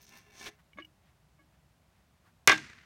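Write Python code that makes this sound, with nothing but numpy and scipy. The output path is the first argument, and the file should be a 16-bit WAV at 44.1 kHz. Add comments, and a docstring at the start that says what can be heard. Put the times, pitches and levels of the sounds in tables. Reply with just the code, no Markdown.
"""Plastic bat on a wooden pole

A quiet yard at night, one microphone close to an upright pole on a loose base. A hollow plastic bat
scrapes along the wood in thousands of tiny slips and slides off, then bumps it lightly while the
base clinks. A hard whack rings the bat's shell and the air inside it; nearby walls throw the sound
back to the microphone and the yard rings briefly."""
import sys
import numpy as np
from scipy import signal
from scipy.fft import rfft, irfft, next_fast_len
from scipy.io import wavfile

SR = 44100
rng = np.random.default_rng(int(sys.argv[2]) if len(sys.argv) > 2 else 0)


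def to_wav(sig):
    """Store sig (one row per channel, or 1-D mono) as 16-bit WAV at the path in sys.argv[1].

    Samples outside -1..1 are clipped; the rate is SR.
    """
    pcm = np.clip(np.atleast_2d(sig), -1, 1) * 32767
    pcm = np.round(pcm).astype(np.int16)
    wavfile.write(sys.argv[1], SR, pcm.T)  # frames by channels


N = 125685
RING_SIZE = 8192  # samples


# the hard swing, close to the microphone: t/s, level/dB
WHACKS = [(2.475, -2.5)]
def whacks(mix):
    """A hard blow rings the bat and sets the yard sounding."""
    for start, db in WHACKS:
        add(mix, start, amp(db) * (blow_with_echoes() + yard_wash()))


# modes of the air inside the bat: f/Hz, level in a whack/dB, level in a bump/dB, t60/s
BAT_AIR_MODES = [(311.7, -30.5, -6, 0.26), (596, -34, 4.5, 0.033), (1140, -13, 4.5, 0.055),
                 (1664, -17, -1, .11), (2196, -16.5, 5.5, 0.074), (2937, -23.5, -11, 0.15),
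                 (3590, -19.5, -11, 0.076), (6480, -33, -8.5, 0.055)]
# modes of its plastic wall, stirred only by a hard blow: f/Hz, level/dB, t60/s
BAT_WALL_MODES = [(141, -30, 0.066), (396.3, -15, 0.042), (630.3, -29, .15), (783, -23, 0.085),
                  (879, -21.5, .075), (1063, -34.5, 0.22), (1169, -23, 0.077), (1282, -22.5, 0.09),
                  (1589, -14.5, 0.15), (1617, -23.5, .15), (1787, -23, 0.078), (2005, -19.5, 0.21),
                  (2100, -11, 0.054), (2397, -14, 0.085), (2423, -25, .08), (2740, -28, 0.14),
                  (2812, -18, .04), (2976, -28.5, .09), (3270, -20, 0.046), (3450, -27.5, .12),
                  (3640, -18, 0.056), (4110, -36, 0.11), (4170, -27.5, 0.074)]
SHELL_RISE_S = 0.0011
def bat_ring():
    """The hollow note: air column and plastic wall ring together."""
    onset = 1 - np.exp(-times(RING_SIZE) / SHELL_RISE_S)
    return partials(BAT_AIR_MODES + BAT_WALL_MODES) * onset


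# dense, short-lived ringing of the shell: f/Hz, spectral level/dB, t60/s
SHELL_BANDS = [(30, -44.5, .1), (150, -2.5, 0.076), (413, -1.5, 0.055), (830, 1, .054), (2260, 5.5, 0.077),
               (4450, -6, .07), (6320, -12, 0.035), (7500, -19.5, 0.017), (15880, -27.5, .025)]
# the crack of contact: f/Hz, spectral level/dB
CRACK_SPECTRUM = [(300, -22), (3000, -23.5), (4500, -2), (5700, 0.5), (6600, -8), (8000, -5),
                  (11000, -15.5), (13700, -12.5), (16500, -19)]
# the bat's wall snapping at the point of contact: f/Hz, level/dB, t60/s
SNAP_MODES = [(5360, -7.5, 0.012), (5745, -2.5, 0.007), (6310, -9, 0.014), (13130, -8.5, .003)]
def strike(crack_decay_s=0.00084):
    """A snap and crack at contact, then the shell's buzz; the fine grain differs with direction."""
    t = times(RING_SIZE // 2)
    shell = amp(-11) * dense_ring(SHELL_BANDS, len(t)) * (1 - np.exp(-t / SHELL_RISE_S))
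    crack = amp(-4.5) * noise(CRACK_SPECTRUM, len(t)) * np.exp(-t / crack_decay_s)
    return shell + crack + partials(SNAP_MODES)[:len(t)]


# walls and fence, 7 to 36 m of extra path: delay/s, ring level/dB, strike level/dB, treble limit/Hz
WALL_ECHOES = [(0.0199, -1, -3.5, 2700), (0.0217, -11, -10, 4800), (0.0389, -12.5, -15.5, 4000),
               (.04406, -11, -10.5, 4200), (.04762, -10.5, -16, 2600), (.05425, -22.5, -24.5, 12000),
               (0.105, -32, -31.5, 9050)]
def blow_with_echoes(bass_limit_hz=114):
    """Ring and strike reach the microphone directly, then off the walls with the strike dulled."""
    sound = np.zeros(SR // 2)
    ring = bat_ring()
    add(sound, 0, ring)
    add(sound, 0, strike())
    for delay, ring_db, strike_db, limit_hz in WALL_ECHOES:
        add(sound, delay, amp(ring_db) * ring)
        add(sound, delay, amp(strike_db) * lowpass(strike(), limit_hz))
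    # the blow carries little deep bass
    return signal.lfilter(*signal.butter(2, bass_limit_hz, "high", fs=SR), sound)


# the bat rubbing along the pole, close by: t/s, body level/dB, hiss level/dB
RUB_LEVELS = [(0, -64.5, -69.5), (.065, -74, -62.5), (.118, -60, -66.5), (.15, -55, -63),
              (.205, -64.5, -67.5), (.24, -72, -77), (.285, -64, -79), (.32, -63.5, -72.5),
              (0.401, -59.5, -53.5), (0.418, -51.5, -55.5), (.448, -56, -54), (0.472, -53, -57),
              (0.49, -47.5, -53.5), (0.501, -80, -72), (.56, -91, -86)]
# the rub's body and its hiss: f/Hz, spectral level/dB
RUB_BODY_SPECTRUM = [(80, -21), (170, 3), (540, -12.5), (2300, 0.5), (4600, -18)]
RUB_HISS_SPECTRUM = [(1500, -17), (4000, -3), (5000, -3), (5700, 1), (6400, 3), (7100, -9.5), (9500, -11),
                     (11000, -25), (14000, -20), (16000, -33)]
def scrape(slips_per_s=3000, spread_db=2, pole_db=2.5, yard_db=-16):
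    """Tiny slips hiss at the contact and stir bat and pole; the yard adds a short tail."""
    t = times(4 * RING_SIZE)
    sizes = amp(spread_db * np.minimum(rng.exponential(1, len(t)), 4))
    pressure = waver(len(t), depth_db=0.6, rate_hz=117)
    slips = rng.standard_normal(len(t)) * sizes * pressure
    slips *= rng.random(len(t)) < slips_per_s / SR
    wood = unit_rms(signal.fftconvolve(slips, pole_ring())[:len(t)])
    knots, body_db, hiss_db = np.transpose(RUB_LEVELS)
    body = unit_rms(colour(slips, RUB_BODY_SPECTRUM) + amp(pole_db) * wood)
    body *= amp(np.interp(t, knots, body_db))
    hiss = colour(slips, RUB_HISS_SPECTRUM) * amp(np.interp(t, knots, hiss_db))
    direct = (body + hiss) * (t < knots[-1])
    tail = unit_rms(dense_ring(NEAR_SCATTER, RING_SIZE)) / np.sqrt(RING_SIZE)
    return direct + amp(yard_db) * signal.fftconvolve(direct, tail)[:len(t)]


# the sliding bat catches on the wood: t/s, level/dB
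BAT_CATCHES = [(.411, -50), (.4665, -50.5), (.488, -53.5)]
def catches(mix, decay_s=0.0018):
    """Each catch is a quick cluster of slips that rings the pole."""
    t = times(SR // 50)
    for start, db in BAT_CATCHES:
        slips = rng.standard_normal(len(t)) * np.exp(-t / decay_s)
        ring = signal.fftconvolve(slips, pole_ring())
        add(mix, start, amp(db) * ring / np.std(ring[:len(t) // 2]))


# modes of the wooden pole: f/Hz, level/dB
POLE_MODES = [(420, -5.5), (715, -11), (795, -4.5), (1060, -1.5), (1770, 1.5), (2290, 1.5), (2760, -0.5),
              (3660, -0.5), (4400, -5), (5880, -0.5), (6300, -5)]
def pole_ring(t60_cycles=76):
    """The wood's ring; higher modes die sooner."""
    return partials([(hz, db, t60_cycles / hz) for hz, db in POLE_MODES])


# light contacts of bat and pole: t/s, level/dB, treble limit/Hz, rise/s, factor on the free ring time
LIGHT_BUMPS = [(.7715, -49, 4500, 0.0085, 0.63), (.7848, -45, 3120, 0.00092, 1.09),
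               (.7955, -40, 6100, 0.0066, 0.24), (1.388, -56.5, 1870, 0.018, 1.28)]
def bumps(mix, buzz_db=-7.5):
    """Soft contacts sound the air in the bat and its shell; the pole's damping varies with each."""
    for start, db, limit_hz, rise_s, ring_factor in LIGHT_BUMPS:
        ring = partials([(hz, level, t60 * ring_factor) for hz, _, level, t60 in BAT_AIR_MODES])
        add(ring, 0, amp(buzz_db) * dense_ring(SHELL_BANDS, RING_SIZE // 2))
        onset = np.minimum(times(RING_SIZE) / rise_s, 1)
        add(mix, start, amp(db) * lowpass(ring, limit_hz) * onset)


# at the foot of the pole: t/s, level/dB, upper ring's relative level/dB, its rise/s
BASE_CLINKS = [(.7328, -52.5, -2.5, 0.00031), (.8215, -51, 20, 0.0082), (.847, -54.5, 15, 0.0028)]
def clinks(mix):
    """The loose base gives two short rings each time the pole rocks."""
    for start, db, upper_db, rise_s in BASE_CLINKS:
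        lower = mode(hz=2270, t60=0.038)
        upper = amp(upper_db) * mode(hz=2904, t60=0.028, rise_s=rise_s)
        add(mix, start, amp(db) * (lower + upper))


# base and feet, at ground level: t/s, level/dB, f/Hz, t60/s
GROUND_THUDS = [(.758, -38.5, 199, 0.047), (.793, -43, 338, 0.097), (2.503, -38, 81.1, 0.076),
                (2.553, -38.5, 144, 0.14)]
def thuds(mix):
    """Soft, low pushes against the ground."""
    for start, db, hz, t60 in GROUND_THUDS:
        add(mix, start, amp(db) * mode(hz, t60, rise_s=0.015))


# bat, hands and shoes around the pole: middle t/s, level/dB, half length/s, centre f/Hz
BRIEF_SCUFFS = [(0.47, -43, 0.013, 2500), (0.598, -65, 0.0077, 1420), (1.073, -72.5, 0.031, 2010),
                (1.546, -76.5, 0.015, 1900), (1.979, -77, 0.047, 1930), (2.275, -66, 0.019, 1270)]
# their colour: f/centre f, spectral level/dB
SCUFF_SHAPE = [(.2, -6), (.6, 1), (1, 5), (1.35, 2.5), (2.2, -7), (5, -20)]
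def scuffs(mix):
    """Short swells of friction noise."""
    t = times(RING_SIZE) - RING_SIZE / SR / 2
    for middle, db, half_s, hz in BRIEF_SCUFFS:
        friction = noise([(hz * ratio, level) for ratio, level in SCUFF_SHAPE], len(t))
        swell = np.exp(-.5 * (t / half_s) ** 2)
        add(mix, middle + t[0], amp(db) * friction * swell)


# grit under the bat and base: t/s, level/dB
GRIT_TICKS = [(.017, -55.5), (.026, -54), (.042, -57), (.092, -56), (.173, -52), (.183, -54), (.85, -61.5)]
# one speck: f/Hz, spectral level/dB
GRIT_SPECTRUM = [(1000, -33), (6000, 19.5), (7500, -9), (11000, 7), (13500, 12), (16000, 10)]
def grit(mix, decay_s=0.0042):
    """Specks of grit catch with a bright tick."""
    t = times(SR // 10)
    for start, db in GRIT_TICKS:
        add(mix, start, amp(db) * noise(GRIT_SPECTRUM, len(t)) * np.exp(-t / decay_s))


# scatter from near the microphone and from the far yard: f/Hz, spectral level/dB, t60/s
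NEAR_SCATTER = [(30, -29.5, .3), (160, -3, 0.35), (300, 2.5, .19), (650, -7, 0.24), (1890, 4, 0.24),
                (6200, -11, 0.27), (9400, -13, 0.14), (15000, -27, .17)]
FAR_SCATTER = [(29.8, -18, .52), (79, 5.5, .77), (304, 8, 0.56), (585, -17.5, .85), (1970, 1, 1),
               (3200, -11, 1), (6140, -9, 0.68), (15000, -28.5, 0.3)]
def yard_wash(rise_s=0.012, clump_s=0.0068):
    """Surfaces return the whack in clumps: a quick scatter close by and a faint, longer tail."""
    t = times(SR // 2)
    clumps = waver(len(t), depth_db=2, rate_hz=.5 / clump_s)
    near = amp(-19.5) * dense_ring(NEAR_SCATTER, len(t))
    far = amp(-35.5) * dense_ring(FAR_SCATTER, len(t))
    return np.minimum(t / rise_s, 1) * clumps * (near + far)


# the still yard all around the microphone: f/Hz, spectral level/dB
AIR_SPECTRUM = [(12, -40), (34, -22.5), (60, -1), (101, -7.5), (154, -4.5), (234, -15), (470, -22.5),
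                (620, -18), (1330, -23.5), (16000, -40)]
def night_air():
    """A faint, steady hush, mostly bass."""
    return amp(-67) * noise(AIR_SPECTRUM, next_fast_len(N))[:N]


def amp(db):
    return 10 ** (np.asarray(db) / 20)


def times(size):
    return np.arange(size) / SR


def unit_rms(x):
    return x / np.sqrt(np.mean(x ** 2) + 1e-20)


def add(mix, start_s, sound):
    part = mix[round(start_s * SR):][:len(sound)]
    part += sound[:len(part)]


def lowpass(x, hz):
    return signal.lfilter(*signal.butter(2, hz, fs=SR), x)


def waver(size, depth_db, rate_hz):
    """A gain that wanders at random."""
    return amp(depth_db * unit_rms(lowpass(rng.standard_normal(size), rate_hz)))


def colour(x, spectrum):
    """Gives x a spectrum, at unit rms."""
    knots_hz, levels = np.transpose(spectrum)[:2]
    hz = np.fft.rfftfreq(len(x), 1 / SR)
    gain = amp(np.interp(np.log1p(hz), np.log1p(knots_hz), levels))
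    return unit_rms(irfft(rfft(x) * gain, len(x)))


def noise(spectrum, size):
    return colour(rng.standard_normal(size), spectrum)


def dense_ring(bands, size):
    """Dense ringing that starts at unit rms, each band dying at its own speed."""
    hz = np.fft.rfftfreq(size, 1 / SR)
    flat = irfft(np.exp(2j * np.pi * rng.random(len(hz))), size)
    spectrum = rfft(colour(flat, bands))
    knots_hz, _, t60s = np.transpose(bands)
    ring = np.zeros(size)
    for band, t60 in zip(np.eye(len(bands)), t60s):
        weight = np.interp(np.log1p(hz), np.log1p(knots_hz), band)
        ring += irfft(spectrum * weight, size) * amp(-60 * times(size) / t60)
    return ring


def mode(hz, t60, rise_s=0):
    """One dying partial."""
    t = times(RING_SIZE)
    onset = np.minimum(t / (rise_s + 1 / SR), 1)
    return np.sin(2 * np.pi * hz * t) * amp(-60 * t / t60) * onset


def partials(modes):
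    """Modes struck together."""
    return sum(amp(db) * mode(hz, t60) for hz, db, *_, t60 in modes)


def scene():
    """Scrape, small contacts and the whack over the night air, in mono."""
    mix = night_air()
    add(mix, 0, scrape())
    for source in (whacks, bumps, clinks, thuds, grit, catches, scuffs):
        source(mix)
    return mix[None]


def record(dry):
    """The microphone's chain: a ceiling on the peak of the crack, then a 16.3 kHz band limit."""
    clipped = np.clip(dry, -.85, .85)
    band_limit = signal.firwin(255, 16300, window=("kaiser", 9), fs=SR)
    return signal.oaconvolve(clipped, band_limit[None], "same")


dry = scene()
out = record(dry)
to_wav(out)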